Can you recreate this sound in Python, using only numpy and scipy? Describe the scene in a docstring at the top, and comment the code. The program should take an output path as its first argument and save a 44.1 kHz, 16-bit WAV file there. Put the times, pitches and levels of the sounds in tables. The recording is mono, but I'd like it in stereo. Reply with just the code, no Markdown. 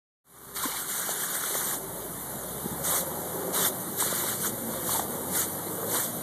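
"""Dog at the lawn sprinkler

In front, a sprinkler sizzles (shaped noise and random impacts) and patters on the grass, while a dog bites
at the jet: noise for the spray, resonated drops and bubbles for its mouth, decaying rings for slaps and plops.
Far off, a little to the right, cars pull away up a road: harmonic exhaust notes over banded rumble and tyre roar.
Close to the microphones, soft knocks on the hand-held camera ring as short, dull modes of its body."""
import sys
import numpy as np
from scipy import signal
from scipy.fft import rfft, irfft
from scipy.io import wavfile
from scipy.ndimage import uniform_filter1d

SR = 44100
rng = np.random.default_rng(int(sys.argv[2]) if len(sys.argv) > 2 else 0)


def to_wav(sig):
    """Store sig (one row per channel, or 1-D mono) as 16-bit WAV at the path in sys.argv[1].

    Samples outside -1..1 are clipped; the rate is SR.
    """
    pcm = np.clip(np.atleast_2d(sig), -1, 1) * 32767
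    pcm = np.round(pcm).astype(np.int16)
    wavfile.write(sys.argv[1], SR, pcm.T)  # frames by channels


N = 274302
TIME, FREQ = np.arange(N) / SR, np.fft.rfftfreq(N, 1 / SR)

# All levels in the tables are relative: gains and placing may follow.
# the free jet, in front: start_s, sizzle_db, patter_on_grass_db, dip_in_sizzle_hz
JET = [(.52, -38.5, -44.5, 11600), (.9, -36, -41.5, 11800), (1.9, -33, -46.5, 11300),
       (2.7, -31, -44, 11350), (3.3, -31, -41.5, 10950), (4.6, -30, -48.5, 11200), (6.22, -30, -45, 11000)]
DIP_SHARE, DIP_WIDTH_HZ = 0.65, 630  # a narrow dip in the sizzle drifts as the camera moves
# distant traffic drawing nearer: start_s, rumble_db
ROAD = [(.5, -55), (1.3, -49.5), (2.2, -47), (2.8, -46), (5.3, -44.5), (6.22, -44.5)]
# swells of tyre roar: loudest_s, half_length_s, rise_db
TYRE_SWELLS = [(1.7, 0.28, 3), (3.056, 0.61, 4), (3.507, 0.22, 5), (5.095, 0.41, 4), (5.842, .2, 4.5)]
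# a car pulling through a gear: throttle_opens_s, throttle_closes_s, first_firing_hz, climb_hz_per_s, level_db
PULLS = [(0, 0.52, 64, 1, -54), (1.601, 4.85, 45.69, 22.5, -49), (4.422, 6.22, 53.1, 38.5, -47.5)]
# partials of the exhaust note: multiple_of_firing_rate, level_db
EXHAUST = [(1, 0.5), (1.5, -6.5), (2, -1), (2.5, -11), (3, -4.5), (4, -9), (4.5, -13.5), (5, -27), (6, -14)]
THROTTLE_S, COAST_S = 0.57, 0.43  # rise and decay of the exhaust
COAST_SAG_PER_S = 0.57  # rate at which a coasting engine loses speed
BRIGHT_HZ, DULL_DB_PER_OCTAVE = 88, 10.5  # below this firing rate the upper partials weaken
# hollow tones in the road noise: start_s, end_s, first_pitch_hz, last_pitch_hz, level_db
DRONES = [(0.36, 1.55, 400, 398, -53.5), (3.35, 3.947, 180, 186, -47.5), (5.2, 5.346, 174, 180, -46),
          (5.45, 6.15, 314, 298, -49), (1.85, 2.05, 394, 370, -50.5), (2.801, 3.597, 551, 504, -46.5),
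          (3.1, 3.342, 358, 380, -45), (3.462, 3.646, 387, 373, -41), (3.853, 4.4, 336, 351, -46.5),
          (4.48, 4.683, 211, 232, -42.5), (4.546, 5.1, 530, 495, -45.5), (5.75, 5.933, 450, 486, -44)]
DRONE_EDGE_S, DRONE_WIDTH_HZ = 0.065, 25
# bites at the jet: full_contact_s, held_s, rise_s, release_s, spray_db, swell_over_hold_db, champing_db,
# coarse_drops_db, mouth_drumming_db, mouth_resonance_hz
BITES = [(.565, .21, 0.016, .07, -33.5, 0, -1.5, -35.5, -38, 1160),
         (.636, 0.019, 0.026, .02, -37, 1, 2, -33, -46, 1200),
         (.79, 0.069, 0.027, 0.018, -40.5, 5, 0, -49.5, -39, 1331),
         (.901, .6, 0.027, .045, -31.5, -1.5, 1.4, -43, -36, 1480),
         (1.568, 0.17, 0.1, .041, -29.5, -0.5, 0.5, -55, -34.5, 1260),
         (2.854, 0.11, 0.018, 0.054, -26.5, 3, 0, -55, -32.5, 1060),
         (3.548, 0.12, 0.016, .026, -25.5, 3.5, -0.5, -35, -31.5, 1190),
         (4.009, 0.026, 0.028, 0.027, -25.5, -3.5, -2, -36, -37, 1100),
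         (4.066, 0.26, 0.015, .055, -30.5, -1, 1, -36.5, -34.5, 1250),
         (4.45, 0.01, 0.055, 0.041, -28, 0, -0.5, -51, -30.5, 1360),
         (4.74, 0.1, 0.049, .03, -42, -7, -1, -50, -39, 1100),
         (4.91, 0.047, 0.06, .063, -28, 0.5, 1, -41, -35.5, 980),
         (5.365, 0.044, 0.054, 0.047, -26.5, 2, 1, -39, -38, 1450),
         (5.945, .035, .057, 0.088, -27.5, 1, 1, -39, -32.5, 1240)]
CHAMP_PER_S, LAST_CHAMP_S = 8.5, 0.04  # the champing cycle peaks this long before release begins
MOUTH_EDGE = 0.34  # the mouth fills and empties in this share of the spray's rise and release
MOUTH_SAG = 0.037  # its resonance sinks by this share either side of mid-bite as the jaws part
# the mouth rings hollow as it gulps: start_s, length_s, first_pitch_hz, last_pitch_hz, level_db
GULPS = [(0.612, 0.017, 1400, 1370, -35), (0.64, 0.012, 1110, 960, -33), (0.668, 0.01, 980, 1000, -42),
         (0.716, 0.033, 764, 920, -41.5), (5.363, 0.024, 1510, 1420, -41)]
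GULP_EDGE_S, GULP_WIDTH_HZ = 0.0062, 110
# dull knocks on the camera body: peak_s, peak_db, pitch_hz, length_s, overtone_re_peak_db
KNOCKS = [(.6585, -14, 277, 0.009, -19), (.6866, -24, 497, 0.0099, -17), (1.8772, -28, 159, 0.014, -25),
          (1.9, -30, 115, 0.016, -14), (2.3541, -21, 206, 0.0065, -19), (2.644, -22, 201, 0.0082, -18),
          (2.6605, -12.5, 205, 0.0099, -14), (2.7176, -18.5, 190, 0.0064, -24),
          (2.73, -21.5, 150, 0.0094, -23), (2.776, -26, 180, 0.01, -25), (2.818, -26, 135, 0.016, -23),
          (3.793, -27, 113, 0.025, -25)]
KNOCK_OVERTONE, OVERTONE_SHARE = 1.87, 0.64  # pitch ratio of a higher body mode, and its share of the length
# slaps of water in the jaws and fat drops: start_s, peak_db, pitch_hz, length_s, wet_crack_re_peak_db
PLOPS = [(0.986, -32, 535, 0.0024, -14), (1.085, -28, 1310, 0.0033, -16), (1.0925, -20, 610, .0018, -14),
         (1.238, -31, 1680, 0.0044, -14), (1.354, -26.5, 1520, 0.0022, -5), (1.438, -26, 1400, .003, -7),
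         (1.509, -27.5, 500, 0.0025, -14), (1.542, -20, 2620, 0.0005, -9.5),
         (1.5525, -19, 555, 0.0016, -16), (1.556, -27.5, 1080, 0.0037, -18),
         (1.666, -29.5, 1060, 0.0024, -14), (1.713, -31.5, 1730, .002, -5), (2.889, -32, 900, .003, -7),
         (2.94, -18.5, 760, 0.00071, -23), (3.033, -29, 540, 0.005, -14), (3.6434, -28, 322, 0.0035, -23.5),
         (3.65, -20.5, 3500, 0.0028, -21), (4.025, -19, 990, 0.0023, -24), (4.061, -25, 500, 0.004, -15),
         (4.1265, -22.5, 510, 0.0033, -15), (4.238, -27, 920, 0.0039, -17), (4.246, -26.5, 550, .0028, -17),
         (4.445, -27.5, 1430, 0.0037, -17), (4.876, -32, 812, 0.0017, -12),
         (4.893, -23.5, 1020, 0.003, -16), (4.949, -24, 930, .002, -14), (4.957, -24, 880, 0.0057, -20),
         (4.9956, -15.5, 850, 0.0013, -17), (4.998, -16.5, 770, 0.0015, -24),
         (5.955, -26, 1100, 0.00092, -8)]
PLOP_ATTACK_S, PLOP_GLIDE = 0.00044, 0.031  # the pitch rises by about this share as the air pocket closes
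FALLBACK_S, FALLBACK_DB, FALLBACK_PITCH = 0.00469, -15.5, 0.82  # thrown water falls back softer and lower
SLAP_S = 0.0053  # decay of the wet crack

# colours of the noises: pitch_hz, level_db
JET_COLOUR = [(300, -22), (1200, -7), (2300, -9), (4000, -12), (5400, -15.5), (6500, -7.5), (8600, -4),
              (9400, 0), (10000, 1.1), (12000, 3), (13000, -1.5), (13850, 0.5)]
PATTER_COLOUR = [(200, -8), (600, -16), (1100, 3), (2200, -8.5), (5000, -12), (14000, -6)]
RUMBLE_COLOUR = [(20, -20), (45, -20), (80, -9.5), (125, -1), (175, 3), (260, -5.5), (400, -9.5),
                 (900, -64)]
TYRE_COLOUR = [(100, -21), (250, -6.5), (380, 0), (540, -1.5), (750, -5), (1000, -7), (1400, -18.5),
               (2200, -33), (5000, -97)]
SPRAY_COLOUR = [(100, -26), (400, -9.5), (1450, -8.5), (2000, -7.5), (2600, -6), (3400, -7), (5200, -8.5),
                (6600, -2), (8400, 1), (11500, -.5), (14000, .5)]
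COARSE_COLOUR = [(500, -13.5), (1700, -1), (2500, 3), (3500, -0.5), (5000, -4.5), (9000, -9)]
SHUDDER_COLOUR = [(30, -22), (70, 2), (130, 0), (300, -12), (900, -41)]
SLAP_COLOUR = [(100, -18), (400, 0), (1200, -7), (2000, 0), (3500, -10), (6000, -2), (14000, -28)]

# likeness of the two microphone channels: pitch_hz, coherence (0 to 1, clipped)
LIKENESS = [(60, 1), (450, 0.48), (850, 0.85), (1100, 1), (1500, 1), (2000, 0.13), (2400, 1), (2800, 1),
            (3200, 0.26), (3700, 1), (4150, 0.94), (4600, .35), (5200, 0.81), (5900, 0.14), (14000, 0.45)]
# phase lead of the left channel, before the delay is added: pitch_hz, lead_rad
LEAD = [(50, -2.5), (130, -2), (260, -.8), (500, 0), (1400, 0), (1900, -.7), (2250, 0)]
DELAY_S, DELAY_FROM_HZ = 1 / 2600, 1300
FADE_START_S, FADE_S, FADE_POWER = 0.24, 0.34, 0.92  # the recorder fades in
EDGE_HZ = 13970  # upper band limit


def amp(db):
    """Decibels to gain."""
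    return 10 ** (np.asarray(db) / 20)


def unit(x):
    """Scales to rms 1."""
    return x / np.sqrt(np.mean(x ** 2) + 1e-20)


def spectrum(points):
    """Reads a table on a log-frequency axis."""
    hz, value = np.transpose(points)
    return np.interp(np.log(FREQ + 1), np.log(hz + 1), value)


def curves(rows):
    """Reads every column of a table at each sample."""
    s, *columns = np.transpose(rows)
    return [np.interp(TIME, s, c) for c in columns]


def held(start, end, rise_s, release_s):
    """Envelope that rises to 1 at start, holds until end and dies away, with Gaussian edges."""
    early = np.minimum(TIME - start, 0) / rise_s
    late = np.maximum(TIME - end, 0) / release_s
    return np.exp(-early ** 2 - late ** 2)


def wander(rate_hz):
    """Slow chance of rms 1, up to about the given rate."""
    return unit(irfft(rfft(rng.standard_normal(N)) / (1 + (FREQ / rate_hz) ** 4), N))


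def hiss():
    """Two unrelated white noises."""
    return rng.standard_normal((2, N))


def drops(per_s, spread_db):
    """Random impacts in two channels, with exponentially distributed level offsets; rms 1."""
    size = amp(spread_db * np.minimum(rng.exponential(1, N), 4))
    strikes = rng.random(N) < per_s / SR
    return unit(rng.uniform(-1.04, 1, (2, N)) * size * strikes)


def bubbles(per_s, low_hz, high_hz, cycles, count=32):
    """Small bubbles of many sizes, each ringing briefly and rising a little in pitch."""
    out = np.zeros((2, N))
    for hz in np.geomspace(low_hz, high_hz, count):
        age = np.arange(0, 5, hz / cycles / SR)  # in decay times
        envelope = (1 - np.exp(-10 * age)) * np.exp(-age)
        ring = envelope * np.sin(2 * np.pi * cycles * age * (1 + 0.0248 * age))
        out += signal.oaconvolve(drops(per_s / count, spread_db=2.5), ring[None], axes=1)[:, :N]
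    return out


def left_lead():
    """Radians by which the left channel leads at each frequency."""
    delay = 2 * np.pi * DELAY_S * np.maximum(FREQ - DELAY_FROM_HZ, 0)
    # in the middle range the channels linger in step or in opposition
    linger = np.sin(2 * delay) / 2 / (1 + (FREQ / 7000) ** 4)
    return spectrum(LEAD) + delay - linger


def paired(x):
    """One sound at both channels, with the left's phase lead."""
    return np.array([x, irfft(rfft(x) * np.exp(-1j * left_lead()), N)])


def heard(pair, colour=((20, 0), (20000, 0))):
    """Colours two unrelated signals and blends them into left and right, rms 1."""
    same = np.clip(spectrum(LIKENESS), 0, 1)
    common, apart = rfft(pair) * amp(spectrum(colour)) * np.sqrt([1 + same, 1 - same])
    left = common + apart
    right = (common - apart) * np.exp(-1j * left_lead())
    return unit(irfft(np.array([left, right]), N))


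def placed(x, right_db):
    """Leans a sound to the right by a level difference."""
    return x * amp(np.array([[-right_db], [right_db]]) / 2)


def resonate(x, hz, width_hz):
    """A resonance that follows the curve hz: shift it to zero, smooth, shift back."""
    turn = np.exp(2j * np.pi * np.cumsum(hz) / SR)
    r = np.exp(-np.pi * width_hz / SR)
    return 2 * (turn * signal.lfilter([1 - r], [1, -r], x / turn)).real


def patchy(x, depth_db, width_hz, length_s):
    """Lets the colour shift at random in patches of a given width and length; rms 1."""
    window, hop = 512, 128
    z = signal.stft(x, nperseg=window, noverlap=window - hop)[2]
    field = rng.standard_normal(z.shape[1:])
    bins = max(1, round(width_hz * window / SR))
    frames = max(1, round(length_s * SR / hop))
    field = uniform_filter1d(field, bins, axis=0)
    field = unit(uniform_filter1d(field, frames, axis=1))
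    return unit(signal.istft(z * amp(depth_db * field), nperseg=window, noverlap=window - hop)[1][:, :N])


def jet():
    """The nozzle's fine sizzle, and its spray pattering on the grass."""
    sizzle_db, patter_db, dip_hz = curves(JET)
    sizzle = heard(hiss() + 0.41 * drops(per_s=5000, spread_db=1.0), JET_COLOUR)
    sizzle = sizzle * amp(0.16 * wander(28))
    sizzle = sizzle - DIP_SHARE * resonate(sizzle, dip_hz, DIP_WIDTH_HZ)
    sizzle = patchy(sizzle, depth_db=2.0, width_hz=450, length_s=0.033)
    patter = heard(drops(per_s=900, spread_db=1), PATTER_COLOUR)
    return amp(sizzle_db) * sizzle + amp(patter_db) * patter


def road():
    """Distant low noise for the rumble, and mid-band tyre roar that swells now and then."""
    rumble_db, = curves(ROAD)
    tyre_db = rumble_db + sum(db * held(s, s, half, half) for s, half, db in TYRE_SWELLS)
    rumble = heard(hiss(), RUMBLE_COLOUR) * amp(rumble_db + 3.0)
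    tyres = patchy(heard(hiss(), TYRE_COLOUR), depth_db=2.5, width_hz=90, length_s=.15)
    tyres = tyres * amp(tyre_db + 3.0)
    return placed(rumble, right_db=6.0) + placed(tyres, right_db=5.0)


def engines():
    """Each exhaust note climbs through a gear and sinks off the throttle; its partials come and go."""
    out = np.zeros((2, N))
    for opens, closes, first_hz, climb_hz_per_s, level_db in PULLS:
        hz = first_hz + climb_hz_per_s * (np.clip(TIME, opens, closes) - opens)
        hz = hz * np.exp(-COAST_SAG_PER_S * np.maximum(TIME - closes, 0))
        throttle = held(opens + THROTTLE_S, closes, THROTTLE_S, COAST_S)
        phase = 2 * np.pi * np.cumsum(hz * (1 + 0.003 * wander(8.7))) / SR
        for multiple, db in EXHAUST:
            lead = np.interp(multiple * hz, *np.transpose(LEAD))
            waver_db = (1.0 + 2.0 * np.log(multiple)) * wander(1.9)
            dull_db = DULL_DB_PER_OCTAVE * np.minimum(np.log2(hz / BRIGHT_HZ), 0) * (multiple > 1)
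            gain = throttle * amp(level_db + db + waver_db + dull_db)
            out += gain * np.cos([multiple * phase, multiple * phase - lead])
    return placed(amp(2.0) * out, right_db=6.5)


def drones():
    """Road noise rings in narrow bands that drift slowly in pitch."""
    out = np.zeros(N)
    noise = rng.standard_normal(N)
    for start, end, first_hz, last_hz, db in DRONES:
        gain = held(start, end, DRONE_EDGE_S, DRONE_EDGE_S)
        span = gain > .01
        hz = np.interp(TIME[span], [start, end], [first_hz, last_hz])
        ring = resonate(resonate(noise[span], hz, DRONE_WIDTH_HZ), hz, 3 * DRONE_WIDTH_HZ)
        out[span] += amp(db) * gain[span] * unit(ring)
    return placed(paired(out), right_db=5.0)


def bites():
    """Gains of spray, coarse drops and mouth, and the mouth's resonance, summed as power over the bites."""
    spray_power, coarse_power, mouth_power, weighted_hz = np.zeros((4, N))
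    for start, hold, rise, release, spray_db, swell_db, champ_db, coarse_db, mouth_db, hz in BITES:
        end = start + hold
        progress = np.clip((TIME - start) / hold, 0, 1) - .5
        # the jaws champ on the water; a negative champ_db turns the cycle over
        champ = np.cos(2 * np.pi * CHAMP_PER_S * (TIME - end + LAST_CHAMP_S))
        contact = held(start, end, rise, release)
        spray_power += (contact * amp(spray_db + swell_db * progress + champ_db * champ)) ** 2
        filled = held(start, end, MOUTH_EDGE * rise, MOUTH_EDGE * release)
        coarse_power += (filled * amp(coarse_db)) ** 2
        power = (filled * amp(mouth_db)) ** 2
        mouth_power += power
        weighted_hz += power * hz * (1 - 2 * MOUTH_SAG * progress)
    mouth_hz = weighted_hz / (mouth_power + 1e-20)
    return np.sqrt(spray_power), np.sqrt(coarse_power), np.sqrt(mouth_power), mouth_hz


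def splashes():
    """The jet shatters on the muzzle in spray and coarse drops, and drums and bubbles in the hollow mouth."""
    spray_gain, coarse_gain, mouth_gain, mouth_hz = bites()
    spray = heard(1.7 * hiss() + drops(per_s=3700, spread_db=1.0), SPRAY_COLOUR)
    spray = patchy(spray, depth_db=2.5, width_hz=700, length_s=.02)
    spray = spray * amp(5.0 + 0.5 * wander(38))
    coarse = heard(drops(per_s=2200, spread_db=-0.5), COARSE_COLOUR)
    coarse = patchy(coarse, depth_db=3.5, width_hz=400, length_s=.015)
    drumming = resonate(drops(per_s=1100, spread_db=0.2), mouth_hz, width_hz=720)
    gurgle = heard(resonate(drumming, mouth_hz, width_hz=820))
    froth = heard(bubbles(per_s=450, low_hz=765, high_hz=4520, cycles=9.4))
    mouth = gurgle * amp(-2.0 + 0.53 * wander(35)) + froth * amp(-10.5)
    return spray_gain * spray + coarse_gain * coarse + mouth_gain * mouth


def gulps():
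    """Drops drum into a narrow resonance that glides as the mouth changes shape."""
    out = np.zeros(N)
    drumming = drops(per_s=2300, spread_db=3.0)[0]
    for s, length, first_hz, last_hz, db in GULPS:
        gain = held(s, s + length, GULP_EDGE_S, GULP_EDGE_S)
        span = gain > .01
        hz = np.interp(TIME[span], [s - GULP_EDGE_S, s + length + GULP_EDGE_S], [first_hz, last_hz])
        ring = resonate(resonate(drumming[span], hz, GULP_WIDTH_HZ), hz, 2 * GULP_WIDTH_HZ)
        out[span] += amp(db) * gain[span] * unit(ring)
    return out


def blips(rows, lead, glide):
    """Brief rings that swell to a peak and die; the pitch slides by the share glide either side of it."""
    out = np.zeros((2, N))
    for s, db, hz, length in rows:
        span = (TIME > s - length / 2) & (TIME < s + 6 * length)
        t = TIME[span] - s
        u = 1 + 2 * t / length
        swell = (u * np.exp(1 - u)) ** 2
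        sliding_hz = hz * (1 + glide * np.tanh(t / length))
        phase = 2 * np.pi * np.cumsum(sliding_hz) / SR + rng.uniform(0, 2 * np.pi)
        out[:, span] += amp(db) * swell * np.cos([phase, phase - lead])
    return out


def knocks():
    """Each knock rings two body modes out of step between the channels, with a short low shudder."""
    thuds = [row[:4] for row in KNOCKS]
    shudder_gain = sum(amp(db) * np.exp(-abs(TIME - s - length) / (1.5 * length))
                       for s, db, hz, length in thuds)
    shudder = unit(irfft(rfft(rng.standard_normal(N)) * amp(spectrum(SHUDDER_COLOUR)), N))
    shaking = blips(thuds, lead=-2.58, glide=-0.023)
    shaking = shaking + amp(-14) * shudder_gain * np.array([shudder, -shudder])
    overtones = [(s, db + over_db, hz * KNOCK_OVERTONE, length * OVERTONE_SHARE)
                 for s, db, hz, length, over_db in KNOCKS]
    shaking = shaking + blips(overtones, lead=-1.5, glide=-0.035)
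    low_cut_hz = 55  # the knocks carry little deep bass
    return irfft(rfft(shaking) * FREQ ** 4 / (FREQ ** 4 + low_cut_hz ** 4), N)


def plops():
    """Each slap starts abruptly with a wet crack, rings briefly, and is followed by the water falling back."""
    rings, crack = np.zeros((2, N))
    for s, db, hz, length, crack_db in PLOPS:
        span = slice(round((s - .005) * SR), round((s + .05) * SR))
        for late, softer_db, pitch in ((0, 0, hz), (FALLBACK_S, FALLBACK_DB, hz * FALLBACK_PITCH)):
            t = TIME[span] - s - late
            age = np.maximum(t, 0)
            strike = amp(db + softer_db) * np.exp(-(np.minimum(t, 0) / PLOP_ATTACK_S) ** 2)
            decay = (1 + 2 * age / length) * np.exp(-2 * age / length)
            cycles = rng.random() + pitch * t * (1 + PLOP_GLIDE * np.tanh(age / length))
            rings[span] += strike * decay * np.cos(2 * np.pi * cycles)
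            crack[span] += strike * amp(crack_db) * np.exp(-age / SLAP_S)
    return paired(rings + crack * heard(hiss(), SLAP_COLOUR)[0])


def scene():
    """Water in front, traffic behind, knocks on the camera itself."""
    water = jet() + splashes() + plops() + gulps()
    water = placed(water, right_db=.35)
    return water + knocks() + road() + drones() + engines()


def record(dry):
    """The opening fade, then the band limit."""
    fade = np.clip((TIME - FADE_START_S) / FADE_S, 0, 1) ** FADE_POWER
    lowpass = signal.firwin(801, EDGE_HZ, window=("kaiser", 9), fs=SR)
    return signal.oaconvolve(dry * fade, lowpass[None], "same")


dry = scene()
out = record(dry)
to_wav(out)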